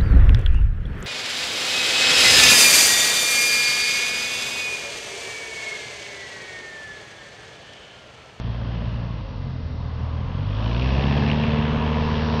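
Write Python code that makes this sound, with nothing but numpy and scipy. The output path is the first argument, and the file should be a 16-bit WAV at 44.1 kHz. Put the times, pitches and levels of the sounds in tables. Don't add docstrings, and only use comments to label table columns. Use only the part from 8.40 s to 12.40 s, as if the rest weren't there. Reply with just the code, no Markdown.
import sys
import numpy as np
from scipy import signal
from scipy.fft import rfft, irfft, next_fast_len
from scipy.io import wavfile

SR = 44100
rng = np.random.default_rng(int(sys.argv[2]) if len(sys.argv) > 2 else 0)


def waveform_to_disk(signal):
    frames = np.transpose(np.atleast_2d(signal))
    scaled = np.clip(frames, -1, 1) * 32767
    samples = np.round(scaled).astype(np.int16)
    wavfile.write(sys.argv[1], SR, samples)


N = 176400

# (time [s], firing rate [Hz], relative levels of harmonics 1, 2, 3 [dB])
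ENGINE = [(0.0, 58.1, -31, -30, -37), (0.34, 58.1, -29, -30, -46), (0.37, 58.0, -31, -30, -30),
          (0.4, 57.7, -29, -28, -40), (0.71, 57.3, -32, -29, -36), (0.79, 53.4, -38, -37, -43),
          (0.81, 52.1, -30, -36, -34), (0.83, 50.9, -31, -38, -52), (0.93, 48.5, -40, -43, -48),
          (0.97, 47.2, -33, -31, -39), (1.12, 42.4, -41, -33, -30), (1.22, 40.6, -44, -36, -42),
          (1.25, 40.0, -39, -31, -35), (1.4, 39.7, -39, -30, -34), (1.76, 39.6, -40, -26, -31),
          (1.9, 43.3, -36, -30, -34), (2.0, 47.4, -32, -27, -30), (2.17, 52.3, -28, -26, -40),
          (2.45, 64.0, -22, -25, -36), (2.52, 66.3, -21, -26, -32), (2.76, 71.8, -25, -24, -29),
          (3.01, 74.6, -28, -25, -25), (3.49, 75.8, -26, -28, -29), (4.0, 75.9, -27, -29, -27)]
# (frequency [multiple of firing rate], level [dB])
OVERTONES = [(1.25, -36.5), (1.75, -36), (2.75, -43.5), (3.25, -42), (4.5, -46.5), (5, -46.5), (5.5, -43),
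             (6, -38.5), (6.5, -49.5), (8.5, -50), (9.5, -47), (11.75, -45.5), (12.75, -44)]
# (relative strength [dB], lateness [share of one firing])
CYLINDERS = [(5.5, 0), (1.5, 0.0848), (-1, -.06), (6.5, .04)]
# (delay [s], mean gain [dB])
ECHOES = [(.0047, -6), (.031, -10.5), (.074, -9.5)]
# (time [s], exhaust [dB], rasp [dB], top hiss [dB])
EFFORT = [(0.0, -40, -49.5, -58), (0.47, -38.5, -49, -57.5), (0.84, -44, -52.5, -59),
          (1.32, -43, -57, -57.5), (1.89, -41, -50.5, -61), (2.06, -40.5, -48, -58.5),
          (2.3, -34, -41.5, -49), (2.63, -27.5, -37.5, -46.5), (2.9, -28.5, -37.5, -47),
          (3.0, -29.5, -36.5, -50.5), (3.44, -29.5, -39, -56), (3.61, -29, -39, -47.5),
          (3.95, -29, -39.5, -43.5)]
# (time [s], level [dB])
BURBLE_LEVEL = [(0, -37), (.45, -31), (.7, -36.5), (1.1, -34), (1.4, -36.5), (1.85, -33), (2.1, -34),
                (2.8, -29.5), (4, -36.5)]
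# (time [s], opening [0-1])
THROTTLE = [(0, 0.44), (1.95, 0.28), (2.25, 1), (2.85, 0.68), (3.2, 0.52), (4, .65)]
# (time [s], centre [Hz], relative level [dB])
RASP_RESONANCE = [(.2, 3260, -2), (.6, 2740, -1), (1.3, 2700, -10.5), (2.12, 3360, -0.5), (2.38, 2679, -1),
                  (4, 2700, -7)]
# (time [s], level [dB])
TYRE_LEVEL = [(.95, -47), (1.3, -57.5), (1.42, -46.5), (1.9, -46.5), (2.32, -35.5)]
# (time [s], centre [Hz], depth [0-1])
NOTCH = [(.6, 2250, 0.27), (1.9, 2220, 0), (2.3, 2083, .65), (2.47, 1460, 0.57), (3.0, 1210, 0.04)]
# (frequency [multiple of firing rate], relative level [dB])
BITE_HARMONICS = [(4, -35), (5, -44), (6, -39), (11, -41.5)]
# (time [s], gain [dB])
BITE_SWELL = [(2.05, -15), (2.3, -2.5), (2.8, -0.5), (3.15, -18.5)]
# (time [s], level at the crest [dB])
CRACKS = [(2.4225, -26), (2.777, -26), (2.8873, -24.5), (2.9007, -22), (2.9155, -23), (3.0374, -24)]

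# (frequency [Hz], relative spectral density [dB])
PIPE_SPECTRUM = [(170, -21), (240, 17), (320, -4), (450, 0.5), (700, 2.5), (800, -9.5), (950, 2.5),
                 (1350, -13.5), (1750, -1), (2100, -24.5), (4000, -38.5)]
RUSH_SPECTRUM = [(200, -4.5), (350, -3), (460, 4), (580, 4), (780, -4.5), (1100, -4.5), (1380, -6),
                 (1750, -8), (2100, -11.5), (4000, -35)]
BURBLE_SPECTRUM = [(35, -24.5), (70, -6), (105, 7.5), (170, 2.5), (260, -1), (300, -8), (350, -24),
                   (550, -14), (800, -54)]
RASP_SPECTRUM = [(1000, -21), (1650, -3.5), (2100, -4.5), (2700, -1), (3350, -3.5), (3900, -11),
                 (5500, -24), (7000, -51.5)]
HISS_SPECTRUM = [(2000, -25.5), (3600, 4.5), (4500, 3.5), (5100, 0), (5700, -1.5), (6400, -32.5),
                 (7000, -28)]
TYRE_SPECTRUM = [(500, -16.5), (700, -2), (810, -5), (980, 2), (1150, -1.5), (1310, -8), (2200, -37.5)]
WIND_SPECTRUM = [(10, -20), (30, 6.5), (70, 8), (130, 0), (260, -17), (400, -39.5), (1000, -56.5)]
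AIR_SPECTRUM = [(200, 2), (600, 2.5), (1200, -2.5), (2000, -16.5), (4500, -9.5), (6500, -30)]

IDLE_HZ, POWER_HZ = 51.3, 72.9
FIRING_OFFSET = 0.53
RUSH_THROB, BURBLE_THROB, RASP_THROB = 0.35, 0.54, 1.03


def from_db(db):
    return 10 ** (np.asarray(db) / 20)


def rms_one(x):
    return x / np.sqrt(np.mean(x ** 2) + 1e-20)


def in_time(rows):
    times, *columns = np.transpose(rows)
    return [np.interp(np.arange(N) / SR, times, column) for column in columns]


def drift(rate_hz):
    step, settle = 40, 2000
    pole = np.exp(-2 * np.pi * step * rate_hz / SR)
    white = rng.standard_normal(N // step + settle + 2)
    slow = signal.lfilter([1], [1, -2 * pole, pole * pole], white)[settle:]
    return np.interp(np.arange(N) / step, np.arange(len(slow)), rms_one(slow))


def coloured(x, spectrum):
    size = 2 * next_fast_len(N)
    hz, db = np.transpose(spectrum)
    grid_hz = np.maximum(np.arange(size // 2 + 1) * SR / size, 1)
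    magnitude = from_db(np.interp(np.log(grid_hz), np.log(hz), db))
    cepstrum = irfft(np.log(magnitude))
    response = np.exp(2 * rfft(cepstrum[:size // 2], size))
    return rms_one(irfft(rfft(x, size) * response)[:N])


def noise(spectrum, gate=1):
    return coloured(gate * rng.standard_normal(N), spectrum)


def band(centre_hz, width_hz, gate):
    lowpass = signal.butter(2, width_hz / 2, fs=SR, output="sos")
    slow = signal.sosfilt(lowpass, gate * rng.standard_normal((2, N)))
    angle = 2 * np.pi * np.cumsum(centre_hz) / SR
    return rms_one(slow[0] * np.cos(angle) + slow[1] * np.sin(angle))


def drone(phase, rate, harmonic_gain_db=-0.5, fade_db_per_hz=1.4):
    harmonics = overtones = 0
    for k, db in enumerate(in_time(ENGINE)[1:], 1):
        harmonics += from_db(db + harmonic_gain_db + 0.52 * drift(16)) * np.cos(2 * np.pi * k * phase)
    fade_db = fade_db_per_hz * np.maximum(POWER_HZ - rate, 0)
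    for multiple, db in OVERTONES:
        angle = 2 * np.pi * (multiple * phase + rng.random()) + 0.25 * drift(6)
        overtones += from_db(db - fade_db + 1.2 * drift(4)) * np.cos(angle)
    return np.sqrt(2) * (harmonics + overtones)


def firings(phase, spread_db=2, jitter_s=0.00012):
    count = np.arange(1, int(phase[-1]))
    db, lateness = np.array(CYLINDERS)[count % len(CYLINDERS)].T
    timing_scatter, level_scatter = rng.standard_normal((2, len(count)))
    onsets = np.interp(count + lateness, phase, np.arange(N)) + jitter_s * SR * timing_scatter
    clicks = np.zeros(N)
    clicks[np.clip(onsets, 0, N - 1).astype(int)] = from_db(db + spread_db * level_scatter)
    return clicks / np.sqrt(np.gradient(phase))


def outdoors(x):
    n = np.arange(N)
    echoes = sum(from_db(db + 2 * drift(2.9)) * np.interp(n - delay_s * SR, n, x, left=0)
                 for delay_s, db in ECHOES)
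    return rms_one(x + echoes)


def exhaust(phase, rate):
    exhaust_db = in_time(EFFORT)[0]
    power = np.clip((rate - IDLE_HZ) / (POWER_HZ - IDLE_HZ), 0, 1)
    firing = phase - FIRING_OFFSET
    throb = power * np.cos(2 * np.pi * firing) + 0.45 * np.cos(np.pi * firing)
    ringing = outdoors(coloured(firings(firing), PIPE_SPECTRUM))
    pulses = from_db(-11 + 6 * power) * ringing
    rush_db = -3 - 2.5 * power + 0.51 * drift(5.1)
    rush = from_db(rush_db) * noise(RUSH_SPECTRUM, np.exp(RUSH_THROB * throb))
    burble = from_db(in_time(BURBLE_LEVEL)[0]) * noise(BURBLE_SPECTRUM, np.exp(BURBLE_THROB * throb))
    return from_db(exhaust_db) * (pulses + rush) + burble


def rasp(phase):
    _, rasp_db, hiss_db = in_time(EFFORT)
    throttle, = in_time(THROTTLE)
    centre_hz, resonance_db = in_time(RASP_RESONANCE)
    burst = np.abs(np.cos(np.pi * (phase - FIRING_OFFSET))) ** 8
    uneven = 1 + 0.18 * drift(45)
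    gate = np.exp(RASP_THROB * throttle * (burst - burst.mean()) * uneven)
    broadband = from_db(0.5) * noise(RASP_SPECTRUM, gate)
    resonance = from_db(resonance_db - 4.5) * band(centre_hz, width_hz=320, gate=gate ** 1.3)
    top_hiss = from_db(hiss_db + 0.3) * noise(HISS_SPECTRUM, gate ** 0.5)
    return from_db(rasp_db + 0.5 * drift(8)) * (broadband + resonance) + top_hiss


def tyres():
    return from_db(in_time(TYRE_LEVEL)[0] + 1.7 * drift(2.8)) * noise(TYRE_SPECTRUM)


def swept_notch(x, width_hz=350):
    centre_hz, depth = in_time(NOTCH)
    carrier = np.exp(2j * np.pi * np.cumsum(centre_hz) / SR)
    pole = np.exp(-np.pi * width_hz / SR)
    baseband = signal.lfilter([1 - pole], [1, -pole], x / carrier)
    return x - 2 * depth * np.real(carrier * baseband)


def wind(mean_db=-36.5, gust_db=1):
    return from_db(mean_db - gust_db * drift(12)) * noise(WIND_SPECTRUM)


def open_air(level_db=-52):
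    return from_db(level_db) * noise(AIR_SPECTRUM)


def whine(pitch_hz=2054, mean_db=-63):
    amplitude = np.sqrt(2) * from_db(mean_db + drift(2.9))
    return amplitude * np.sin(2 * np.pi * pitch_hz * np.arange(N) / SR + 0.5 * drift(6.5))


def propeller_bite(phase):
    swell_db, = in_time(BITE_SWELL)
    return np.sqrt(2) * sum(from_db(db + swell_db) * np.cos(2 * np.pi * k * phase + 0.07 * k * drift(20))
                            for k, db in BITE_HARMONICS)


def cracks(half_width_s=0.0011, band_hz=(2200, 3020)):
    t = np.arange(N) / SR
    bandpass = signal.butter(2, band_hz, "band", fs=SR, output="sos")
    hiss = rms_one(signal.sosfilt(bandpass, rng.standard_normal(N)))
    return hiss * sum(from_db(db) * np.exp(-((t - at_s) / half_width_s) ** 2) for at_s, db in CRACKS)


def scene():
    rate = in_time(ENGINE)[0]
    phase = np.cumsum(rate) / SR
    hum = drone(phase, rate)
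    roar = swept_notch(exhaust(phase, rate) + rasp(phase) + tyres())
    surroundings = wind() + open_air() + whine()
    return (hum + roar + surroundings + propeller_bite(phase) + cracks())[None]


def record(dry, stopband_hz=7490):
    return signal.sosfilt(signal.cheby2(16, 70, stopband_hz, fs=SR, output="sos"), dry)


dry = scene()
out = record(dry)
waveform_to_disk(out)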